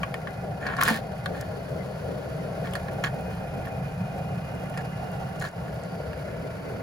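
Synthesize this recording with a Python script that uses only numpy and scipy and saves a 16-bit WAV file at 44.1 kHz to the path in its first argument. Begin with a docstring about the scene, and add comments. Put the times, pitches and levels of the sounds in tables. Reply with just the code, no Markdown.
"""Distant machinery rumbles, drones and hisses throughout, heard through the two ports of a hand-held
microphone moving above the buckets. Crabs stir and tap in a plastic bucket on gravel. At 0.6 s a live
crab is lowered in: its spiny legs catch and slip on the wall. From 0.8 s it drops on the others with a
clatter of hollow shells and dull bumps, and its weight booms the bucket floor. Afterwards shells and
claws tap now and then, with brief scrapes and thin ticks of wet leg tips; the drone has short pulses."""
import sys
import numpy as np
from scipy import signal
from scipy.fft import rfft, irfft, next_fast_len
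from scipy.io import wavfile
from scipy.ndimage import map_coordinates

SR = 44100
rng = np.random.default_rng(int(sys.argv[2]) if len(sys.argv) > 2 else 0)


def bounce(signal):
    """Save signal as a 16-bit WAV file at the path given by the first command-line argument."""
    frames = np.transpose(np.atleast_2d(signal))
    limited = np.clip(frames, -1, 1)
    pcm = np.round(limited * 32767).astype(np.int16)
    wavfile.write(sys.argv[1], SR, pcm)


N = 300762
TIME = np.arange(N) / SR

# how alike the background is at the two ports: freq_hz, coherence
PORT_COHERENCE = [(130, 0.997), (200, 0.99), (260, 0.45), (370, 0.6), (430, 0.9), (700, 0.88), (850, 0.65),
                  (1150, 0.3), (1650, 0.25), (1950, 0.5), (3000, 0.9), (3800, 0.2), (4600, 0.78),
                  (6200, 0.1), (8500, 0.95)]
# where the background sits in the stereo image: freq_hz, left_right_db
BACKGROUND_PAN = [(100, 0), (200, -0.5), (262, -10.5), (320, -8), (380, -1), (480, 5.5), (620, 6.5),
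                  (730, 1.5), (1000, 5.5), (1400, -1), (2100, -5.5), (3000, -0.5), (4000, 1), (5200, 0),
                  (7000, -2.5)]
# left-right phase offset by frequency, nearly opposite around 8.5 and 13.4 kHz: freq_hz, left_lead_rad
STEREO_PHASE = [(0, 0), (210, 0.05), (310, 2.1), (400, 1.3), (500, .6), (620, -.1), (900, .8), (1350, .6),
                (1950, .4), (2400, 1.9), (3000, 2.2), (3600, 1.9), (4400, 0), (7300, .6), (8500, 2.7),
                (10300, .1), (11700, -.2), (13400, -2.8), (15200, -.3)]
# delay of the gravel's reflection at the moving microphone: time_s, lag_ms
GRAVEL_LAG = [(0, 3.8), (0.8, 3), (2.1, 4.22), (3.0, 3.23), (4.2, 3.34), (5.2, 3.46), (5.8, 3.53),
              (6.82, 6.35)]
# tone curves of the machinery's layers: freq_hz, gain_db
RUMBLE_EQ = [(20, -36), (31, -39), (42, -11), (52, -12.5), (68, -3), (88, -4), (98, -4), (128, 2), (182, 1),
             (205, -6), (235, -21), (330, -53), (600, -59)]
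LOWER_DRONE_EQ = [(170, -22.5), (255, -2.5), (320, -9), (400, -1.5), (490, 0.5), (640, 0.5), (700, -3),
                  (780, -43), (1000, -46.5)]
UPPER_DRONE_EQ = [(500, -12), (620, -10), (700, 0.5), (745, 1), (810, 3), (848, -53), (1000, -48.5)]
WHIRR_EQ = [(700, -14), (860, 6), (925, 9), (990, 3.5), (1110, 6), (1200, 2), (1450, 7), (1750, -0.5),
            (2000, -2), (2250, -5), (2700, -7), (4000, -33)]
HISS_EQ = [(1200, -42), (2200, -14), (2900, 2.5), (3300, -3), (3800, -4.5), (4600, -3), (6300, -8.5),
           (8300, -15.5), (10300, -8), (13300, -15), (15000, -19), (16000, -33)]
# slow fader rides on the machinery's layers: time_s, level_db
RUMBLE_FADER = [(0, -36), (2, -35), (3.4, -34.5), (4.2, -32.5), (5.2, -34), (5.7, -35.5), (6.82, -37)]
LOWER_DRONE_FADER = [(0, -41), (1.2, -41), (1.6, -37), (2.5, -36), (3.3, -40), (5.3, -42), (5.8, -39),
                     (6.82, -37.5)]
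TREBLE_FADER = [(0, -46), (0.5, -48.5), (1.6, -47), (2.7, -45.5), (4, -47), (5.2, -45.5), (5.7, -47),
                (6.82, -46.5)]
# the deepest rumble against the rest of it: time_s, gain_db
SUB_FADER = [(0, -1.5), (0.8, -2), (1.5, 0.5), (3.2, 2), (4.7, -3.5), (6.82, 1.5)]
# narrow bands in the machinery noise: pitch_hz, half_width_hz, level_db
MACHINE_BANDS = [(129.8, 3.1, -53), (655, 25, -49.5), (1404, 17, -56), (1710, 19, -60.5)]
# the drone's lean: time_s, lower_left_right_db, upper_left_right_db
DRONE_PAN = [(0, 0, -0.5), (0.8, 3, -3), (2.1, 2.5, 0), (3.0, -0.5, -4), (4.3, 0, -5.5), (5.3, 1.5, -11),
             (6.3, 0.5, 1), (6.82, -5.5, 33)]
# resonances near the buckets: nearest_s, half_duration_s, pitch_hz, half_width_hz, level_db
PASSING_HOLLOWS = [(0.1, 2.3, 2470, 39, -60), (3.93, 1.03, 2457, 61, -54), (2.6, 1.4, 3100, 300, -66),
                   (4.87, 0.7, 2800, 74, -57.5), (1.7, 0.96, 4500, 380, -63), (6, 0.23, 4650, 320, -60.5),
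                   (6.63, 0.21, 4560, 220, -63), (6.5, 0.55, 2330, 280, -55.5)]
# shell taps, with snap, tick and ring relative to the knock: start_s, level_db, knock_hz, snap_hz,
# snap_db, tick_db, contact_ms, left_right_db, echo_send_db, ring_db
SHELL_TAPS = [(0.0309, -18.5, 1350, 2270, 5, -18, 2.9, 2, 2, -20),
              (0.1412, -19, 1924, 2960, -8, -14.5, 1.3, 2, -0.5, -7),
              (0.271, -23, 1500, 2970, -6, -24, 4, 3, 2, -20),
              (0.666, -20, 1550, 4160, -5.5, -17, 2.7, 2, 3, -15),
              (0.7356, -22.5, 1390, 3000, -17, -30, 3.1, 3, 0, -10),
              (0.766, -22, 1510, 4430, -5, -7.5, 2.1, 1, 1, -20),
              (0.785, -19, 1200, 2100, -4, -30, 3, 3, 0, -8),
              (0.7922, -22, 1400, 2100, -12, -30, 3.7, 1, -4, -8),
              (0.8089, -16, 1400, 2800, -12, -18, 1.6, 7, -6, -14),
              (0.812, -9, 1540, 3000, -7, -9.5, 1.5, -1, 0, -12),
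              (0.8252, -10, 1400, 4500, -13, -16, 0.72, 2, -3, -16),
              (0.8316, -15, 1380, 3480, -21, -22, 0.97, -3, 3, -14),
              (0.8345, -9.5, 1530, 7150, 4.5, 11.5, 0.89, 4, -2, -20),
              (0.8778, -10, 1540, 4200, -15, -22, 2, -2, -6, -14),
              (0.8827, -10.5, 1770, 4870, -9.5, -5, 1.7, 5, 3.5, -3),
              (0.8882, -14, 1700, 3500, -16, -18, 1.5, 0, -13, -3),
              (0.894, -17, 1640, 3500, -22, -20, 1.1, 2, -5, -8),
              (0.9425, -23, 1500, 3800, -10, -7, 1.1, 2, -8, -14),
              (1.2582, -18.5, 1380, 3540, -2.5, -11.5, 1.8, 0, 2, -20),
              (2.655, -31, 1810, 4200, -13, -18, 2.5, -2, 0, -11),
              (2.672, -32, 1750, 2800, -4, -18, 2, -2, 0, -12),
              (2.735, -24.5, 1910, 2800, 3, -4, 1.9, 2, 2, -14),
              (2.7526, -20.5, 1480, 4200, -6, -7, 2.1, -4, 4, -18),
              (2.883, -28, 1500, 2560, -16, -32, 1.5, -5, 2, -10),
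              (3.0379, -19, 1790, 6300, -6, -12, 2, 6, -3, -11),
              (3.04, -17, 1730, 2770, 2, -14, 1.5, -6, -3, -9),
              (3.0448, -16, 1780, 4300, -9, -24, 1.5, -5, -6, -8),
              (3.067, -23, 1800, 3300, -10, -29, 2.4, -6, 1, -5),
              (3.652, -32.5, 1900, 2700, -14, -22, 2, 0, 1, 0),
              (3.67, -32, 1540, 2300, -8, -27, 2.6, -2, 3, -4),
              (4.741, -34, 1930, 2900, -13, -22, 2, -1, -3, -2),
              (4.7738, -23.5, 1830, 4600, -10, -10.5, 3.4, -1, -2, -6),
              (5.414, -33, 1750, 4200, -12, -18, 1.6, 0, -3, 3),
              (5.42, -25, 1640, 4230, -17, -12, 1.4, 3, 1, -1),
              (5.4238, -23, 1410, 3500, -9, -9, 0.98, 0, -10, -13),
              (5.439, -29, 1720, 4120, -10, -17, 1.7, 4, -3, -1),
              (5.45, -25, 1730, 4200, -12, -22, 1.2, 0, -5, 1),
              (5.455, -28, 1750, 4200, -4, -9, 1.2, 1, -6, -1),
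              (5.473, -31, 1690, 4100, -5, -16, 1.4, 0, 5, -7),
              (5.68, -35, 1500, 2300, -9, -24, 2, 2, 0, -10),
              (6.131, -31.5, 1490, 2500, -2, -17, 1.5, -5, -3, -12)]
# air and wall modes of the bucket: pitch_hz, level_db, t60_s
BUCKET_MODES = [(565, -8, .16), (900, -3, .16), (1112, -1, .16), (1180, -2, .16), (1374, -2, .14),
                (1470, 1, .16), (1540, 0, .15), (1635, 0, .14), (1776, -3, .12), (1840, -2, .12),
                (1935, -4, .12), (2110, -5, .11), (3325, -3, .11), (4210, -3, .13)]
# shell sliding on plastic and shell: start_s, length_s, level_db, brightness_db, ring_db
SCRAPE_STROKES = [(0.609, 0.05, -40, -18, -9), (0.654, 0.084, -33, -21, -21),
                  (0.776, 0.03, -33.5, -11, -15), (0.805, 0.03, -33.5, 4, -21),
                  (0.849, 0.058, -30, 2.5, -10), (0.905, 0.067, -37.5, 3, -24),
                  (1.34, 0.089, -47.5, -3, -9), (2.641, 0.03, -43, -5, -14), (2.748, 0.008, -40, -1, -21),
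                  (2.864, 0.014, -52, -22, -10), (3.034, 0.022, -34, -4.5, -5.5),
                  (3.3, 0.042, -61, 11, -17), (4.764, 0.029, -47, -11, -1), (5.409, 0.014, -45, 5, 5),
                  (5.437, 0.026, -44, 1, 1), (6.28, 0.019, -52, -19, -7)]
# tone curve of the rasp: freq_hz, gain_db
SCRAPE_EQ = [(150, -6), (260, 7.5), (500, -6), (900, 3.5), (1100, -1), (1260, -3.5), (1480, 4), (1780, 5),
             (2100, -3), (2500, -0.5), (3200, -4), (4300, -7), (7000, -20), (11000, -20), (16000, -18)]
# resonances of a rubbed shell: pitch_hz, half_width_hz, level_db
SHELL_RESONANCES = [(1390, 80, 3), (1720, 99, 2.5), (4170, 120, -19), (6860, 170, -12), (10100, 120, -17)]
# the crab's weight settling on the pile: start_s, level_db
LANDING_THUDS = [(0.812, -45), (0.884, -33), (0.901, -26), (0.911, -30.5)]
# modes of the loaded bucket floor: pitch_hz, level_db, t60_s
FLOOR_MODES = [(174, -1, 0.14), (221, 10, 0.18), (258, 2, 0.12), (340, -7, 0.08), (420, -11, 0.084),
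               (500, 0, 0.076), (670, -15, 0.08), (896, 8.5, 0.057)]
# thin ticks of wet leg tips: start_s, peak_db, pitch_hz, contact_ms
LEG_TICKS = [(0.8395, -25, 10500, 0.97), (1.41, -30.5, 5840, 2.1), (1.4105, -33, 12000, 1.2),
             (2.71, -42, 7000, 1.5), (2.735, -35, 9900, 1.6), (2.933, -40, 12000, 1.3),
             (3.1445, -42, 9900, 1.2), (3.2093, -39, 11500, 1), (3.35, -42, 12000, 2),
             (3.657, -43, 12000, 1.5), (4.698, -40.5, 9900, 2.2), (5.1165, -41, 9800, 1),
             (5.397, -33, 9500, 1.4), (5.401, -37, 5500, 2.9), (5.485, -42, 6400, 2.8),
             (5.7416, -42, 12200, 1.5), (5.835, -38, 6040, 1.4)]
# dull bumps in the landing, later short pulses in the drone: start_s, peak_db, pitch_hz
LOW_MID_SWELLS = [(0.857, -27, 547), (0.884, -23, 484), (0.918, -32, 680), (2.768, -28, 684),
                  (3.140, -27, 655), (3.727, -29.5, 674), (6.001, -25, 604)]


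def gain_of(db):
    """Decibels to amplitude."""
    return 10 ** (np.asarray(db) / 20)


def unit_rms(x):
    """Scales to rms 1."""
    return x / np.sqrt(np.mean(x ** 2) + 1e-20)


def unit_energy(x):
    """Scales each channel to energy 1."""
    return x / np.sqrt(np.sum(x ** 2, -1, keepdims=True) + 1e-20)


def curve_at(points, hz):
    """Reads a table on a log-frequency axis."""
    freq_hz, value = np.transpose(points)
    return np.interp(np.log(hz + 1), np.log(freq_hz + 1), value)


def automation(rows):
    """The columns of a time curve at every sample."""
    time_s, *columns = np.transpose(rows)
    return [np.interp(TIME, time_s, column) for column in columns]


def panned(db):
    """Left and right gains for a left-right difference in dB."""
    return gain_of(np.array([[.5], [-.5]]) * db)


def add(mix, start_s, sound):
    """Mixes a sound in at start_s."""
    part = mix[..., max(round(start_s * SR), 0):][..., :sound.shape[-1]]
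    part += sound[..., :part.shape[-1]]


def band(x, lo_hz, hi_hz, order=2):
    """Causal band-pass."""
    sos = signal.butter(order, [lo_hz, min(hi_hz, SR / 2 - 100)], "band", fs=SR, output="sos")
    return signal.sosfilt(sos, x)


def lowpass(x, hz, order):
    """Zero-phase low-pass."""
    return signal.sosfiltfilt(signal.butter(order, hz, fs=SR, output="sos"), x)


def resonance(hz, centre_hz, half_width_hz):
    """Gain of one resonance, with steep skirts."""
    return 1 / (1 + ((hz - centre_hz) / half_width_hz) ** 2)


def ring(modes, t):
    """Dying sines, each starting at a random phase."""
    return sum(gain_of(db - 60 * t / t60_s) * np.sin(2 * np.pi * (hz * t + rng.random()))
               for hz, db, t60_s in modes)


def waver(slow_hz, fast_hz):
    """Random wavering between two rates, rms 1."""
    hz = np.fft.rfftfreq(N, 1 / SR)
    return unit_rms(irfft(rfft(rng.standard_normal(N)) * ((hz > slow_hz) & (hz < fast_hz)), N))


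def impulses(shape, per_s, size_db):
    """Randomly timed impulses of uneven size."""
    fires = rng.random(shape) < per_s / SR
    return fires * gain_of(size_db * np.minimum(rng.exponential(1, shape), 3))


def with_tails(triggers, decay_s):
    """Gives each impulse an exponential tail."""
    return signal.lfilter([1], [1, -np.exp(-1 / (decay_s * SR))], triggers)


def contact(t, contact_ms, width=0.45):
    """A short chatter of tiny collisions, a little different at each port."""
    noise = rng.standard_normal((3, len(t)))
    envelope = np.sqrt(t) * np.exp(-t * 1e3 / contact_ms)
    return unit_energy((noise[0] + width * noise[1:]) * envelope)


def air(gain_at):
    """Shaped noise at both ports: alike in the bass, partly unrelated above."""
    size = next_fast_len(N, real=True)
    hz = np.fft.rfftfreq(size, 1 / SR)
    left, unrelated = rfft(rng.standard_normal((2, size)))
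    coherence = curve_at(PORT_COHERENCE, hz)
    right = coherence * left + np.sqrt(1 - coherence ** 2) * unrelated
    spectrum = np.array([left, right]) * gain_at(hz) * panned(curve_at(BACKGROUND_PAN, hz))
    return unit_rms(irfft(spectrum, size)[:, :N])


def noise_bed(eq):
    """Stereo noise coloured by a tone curve."""
    return air(lambda hz: gain_of(curve_at(eq, hz)))


def noise_band(centre_hz, half_width_hz):
    """Stereo noise through one resonance."""
    return air(lambda hz: resonance(hz, centre_hz, half_width_hz))


def rumble(throb_db=0.8, sub_hz=103):
    """The machinery's deep, unevenly throbbing rumble, and narrow bands that stand out of its noise."""
    level_db, = automation(RUMBLE_FADER)
    sub_db, = automation(SUB_FADER)
    throb = waver(2, 12)
    noise = noise_bed(RUMBLE_EQ)
    sub = lowpass(noise, sub_hz, order=3)
    body = (noise + (gain_of(sub_db) - 1) * sub) * gain_of(level_db + throb_db * throb)
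    return body + sum(noise_band(hz, width_hz) * gain_of(db) for hz, width_hz, db in MACHINE_BANDS)


def drone(sway_db=1.39, upper_db=-43, swell_db_per_ms=6, usual_lag_ms=3.596):
    """A hollow drone in two bands that lean sideways; the upper swells as the microphone comes down."""
    lower_db, = automation(LOWER_DRONE_FADER)
    lower_pan, upper_pan = automation(DRONE_PAN)
    lag_ms, = automation(GRAVEL_LAG)
    swell_db = swell_db_per_ms * (usual_lag_ms - lag_ms)
    sway = waver(1, 8)
    lower = noise_bed(LOWER_DRONE_EQ) * gain_of(lower_db) * panned(lower_pan)
    upper = noise_bed(UPPER_DRONE_EQ) * gain_of(upper_db + swell_db) * panned(upper_pan)
    return (lower + upper) * gain_of(sway_db * sway)


def hiss(top_db=-9.5, top_flutter_db=1.22, whirr_flutter_db=1.0, lean=0.51, centred_at_db=-6.0):
    """A fluttering whirr, topped by hiss that leans with the lower drone."""
    level_db, = automation(TREBLE_FADER)
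    pan_db = lean * (automation(DRONE_PAN)[0] - centred_at_db)
    flutter = waver(3, 37)
    whirr = noise_bed(WHIRR_EQ) * gain_of(level_db + whirr_flutter_db * flutter)
    top = noise_bed(HISS_EQ) * gain_of(level_db + top_db + top_flutter_db * flutter)
    return whirr + top * panned(pan_db)


def gravel_reflection(x, gain=0.15):
    """The bounce off the ground combs the sound; the comb slides as the microphone moves."""
    lag_ms, = automation(GRAVEL_LAG)
    delayed_index = np.arange(N) - lag_ms * SR / 1e3
    return x + gain * np.array([map_coordinates(port, [delayed_index], order=3) for port in x])


def hollows():
    """Resonances in the hiss swell and fade as the microphone passes each bucket."""
    return sum(noise_band(hz, width_hz) * gain_of(db) * np.exp(-((TIME - nearest_s) / half_s) ** 2 / 2)
               for nearest_s, half_s, hz, width_hz, db in PASSING_HOLLOWS)


def machinery(dip_s=5.518, dip_width_s=0.022, dip_db=-10, treble_dip_share=0.61):
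    """The distant bed of rumble, drone and hiss; its level dips briefly once."""
    duck_db = dip_db * np.exp(-((TIME - dip_s) / dip_width_s) ** 2 / 2)
    lows = rumble() + drone()
    highs = gravel_reflection(hiss()) + hollows()
    return lows * gain_of(duck_db) + highs * gain_of(treble_dip_share * duck_db)


def stirring(level_db=-60):
    """The crabs shift their legs: faint scattered crackles."""
    envelope = with_tails(impulses((2, N), per_s=30, size_db=3.5), decay_s=0.0042)
    crackle = envelope * rng.standard_normal((2, N))
    return gain_of(level_db) * unit_rms(band(crackle, 2000, 2070, order=1))


def wet_crackle(level_db=-72):
    """Films of water part between the moving joints: tiny scattered pops."""
    triggers = impulses(N, per_s=14, size_db=-2.0)
    pop = band(contact(np.arange(512) / SR, contact_ms=1.5), 3000, 12000, order=1)
    return gain_of(level_db) * unit_rms(signal.oaconvolve(triggers[None], pop, axes=1)[:, :N])


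def shell_ring(t, knock_hz, snap_hz, attack_s, split=0.06, t60_s=0.036):
    """A struck shell rings with a close pair around its knock pitch, and softer at its snap pitch."""
    modes = [(knock_hz * (1 - split), 0, t60_s), (knock_hz * (1 + split), 0, t60_s), (snap_hz, -6, t60_s)]
    return unit_energy(ring(modes, t) * np.minimum(t / attack_s, 1))


def taps(trim_db=1.0, chatter=0.93, knock_spread=1.225, snap_spread=1.164, body_db=-2.0, give_s=0.001368):
    """A blow within a short chatter: the hollow shell knocks and rings, its edges snap and tick."""
    t, direct, echo_send = np.arange(4096) / SR, np.zeros((2, N)), np.zeros((2, N))
    blow = np.arange(len(t)) == round(give_s * SR)  # the leg gives a little before the shell strikes
    for start_s, db, hz, snap_hz, snap_db, tick_db, contact_ms, pan_db, send_db, ring_db in SHELL_TAPS:
        grit = contact(t, contact_ms)
        force, rasp = blow + chatter * grit, blow / 2 + grit
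        knock = unit_energy(band(force, hz / knock_spread, hz * knock_spread))
        body = gain_of(body_db) * unit_energy(band(force, 1000, 1600))
        snap = gain_of(snap_db) * unit_energy(band(rasp, snap_hz / snap_spread, snap_hz * snap_spread))
        tick_top_hz = max(17000 + 265 * db, 10000)  # the band's upper edge is lowered for quieter taps
        tick = gain_of(tick_db) * unit_energy(band(rasp, 7500, tick_top_hz))
        ringing = gain_of(ring_db) * shell_ring(t, hz, snap_hz, give_s)
        hit = knock + body + snap + tick + ringing
        hit = gain_of(db + trim_db) * panned(pan_db) * hit / abs(signal.hilbert(hit)).max()
        add(direct, start_s, hit)
        add(echo_send, start_s, gain_of(send_db) * hit)
    return direct, echo_send


def bucket_echo(x, echo_db=-4.5, echo_t60_s=0.058, modes_db=-20.5):
    """Sound bounces between the close walls, losing treble, and leaves the bucket's modes ringing."""
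    t = np.arange(SR // 3) / SR
    echoes = rng.standard_normal((2, len(t))) * (t > .001) * gain_of(-60 * t / echo_t60_s)
    echoes = band(unit_energy(echoes), 180, 8000, order=1)
    modes = unit_energy(np.array([ring(BUCKET_MODES, t), ring(BUCKET_MODES, t)]))
    response = gain_of(echo_db) * echoes + gain_of(modes_db) * modes
    return signal.fftconvolve(x, response, axes=1)[:, :N]


def stroke_envelopes(attack_s=0.0048, release_s=0.019):
    """Each scrape rises, holds and dies away: envelopes for its body, treble and shell ring."""
    power = np.zeros((3, N))
    for start_s, length_s, db, bright_db, ring_db in SCRAPE_STROKES:
        attack = np.clip((TIME - start_s) / attack_s, 0, 1)
        release = np.exp(-np.clip(TIME - start_s - length_s, 0, 1) / release_s)
        power += np.outer(gain_of([0, bright_db, ring_db]), gain_of(db) * attack * release) ** 2
    return np.sqrt(power)


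def scrape(slips_per_s=9000, size_db=1.8, catch_db=2.2, centre_share=0.66):
    """Spiny legs catch and slip in dense bunches of tiny jerks that rasp and ring the shell."""
    body_env, treble_env, ring_env = stroke_envelopes()
    catches = unit_rms(band(rng.standard_normal(N), 50, 160))
    sizes = gain_of(size_db * np.minimum(rng.exponential(1, (3, N)), 4) + catch_db * catches)
    slips = (rng.random((3, N)) < slips_per_s / SR) * rng.choice([-1, 1], (3, N)) * sizes
    spectrum = rfft(centre_share * slips[0] + (1 - centre_share) * slips[1:])
    hz = np.fft.rfftfreq(N, 1 / SR)
    rasp = unit_rms(irfft(spectrum * gain_of(curve_at(SCRAPE_EQ, hz)), N))
    shell_gain = sum(gain_of(db) * resonance(hz, pitch, width) for pitch, width, db in SHELL_RESONANCES)
    shell = unit_rms(irfft(spectrum * shell_gain, N))
    body = lowpass(rasp, 2600, order=2)
    return body_env * body + treble_env * (rasp - body) + ring_env * shell


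def spines(level_db=-15.0):
    """In a fast stroke the leg spines flick over the shell's edge: a crisp, thin crackle."""
    flicks = with_tails(impulses(N, per_s=420, size_db=3.5), decay_s=0.0004)
    crackle = flicks * (rng.standard_normal(N) + rng.standard_normal((2, N)) / 2)
    _, treble_env, _ = stroke_envelopes()
    return gain_of(level_db) * treble_env * unit_rms(band(crackle, 6500, 12500))


def thuds(rise_s=0.00092, crunch_db=-7.0, crunch_decay_s=0.022):
    """The crab's weight booms the bucket floor while the pile shifts with a dull crunch."""
    t, out = np.arange(SR // 3) / SR, np.zeros(N)
    attack = 1 - np.exp(-t / rise_s)
    for start_s, db in LANDING_THUDS:
        crunch = unit_rms(band(rng.standard_normal(len(t)), 330, 950)) * np.exp(-t / crunch_decay_s)
        boom = .5 * ring(FLOOR_MODES, t)
        add(out, start_s, gain_of(db) * (boom + gain_of(crunch_db) * crunch) * attack)
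    return out


def ticks(spread=1.37):
    """Leg tips flick against shell, too lightly to sound its hollow body."""
    t, out = np.arange(1024) / SR, np.zeros((2, N))
    for start_s, db, hz, contact_ms in LEG_TICKS:
        tick = band(contact(t, contact_ms), hz / spread, hz * spread)
        add(out, start_s, gain_of(db) * tick / abs(tick).max())
    return out


def low_mid_swells(swell_s=0.0017):
    """Swells a few cycles long: dull bumps in the landing, later short pulses in the drone."""
    t, out = np.arange(2048) / SR, np.zeros(N)
    envelope = t / swell_s * np.exp(1 - t / swell_s)
    for start_s, db, hz in LOW_MID_SWELLS:
        add(out, start_s, gain_of(db) * envelope * np.sin(2 * np.pi * hz * t))
    return out


def scene():
    """Crabs in their bucket over the machinery bed."""
    tapping, echo_send = taps()
    rubbing = scrape() + stirring()
    crabs = tapping + rubbing + bucket_echo(echo_send + rubbing) + spines() + ticks() + wet_crackle()
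    return crabs + thuds() + low_mid_swells() + machinery()


def record(dry, top_hz=16000):
    """A left-right phase offset that varies with frequency, then a steep high cut."""
    lead_rad = curve_at(STEREO_PHASE, np.fft.rfftfreq(N, 1 / SR))
    shifted = irfft(rfft(dry) * np.exp(1j * np.outer([.5, -.5], lead_rad)), N)
    high_cut = signal.firwin(511, top_hz, window=("kaiser", 9), fs=SR)
    return signal.oaconvolve(shifted, high_cut[None], "same")


dry = scene()
out = record(dry)
bounce(out)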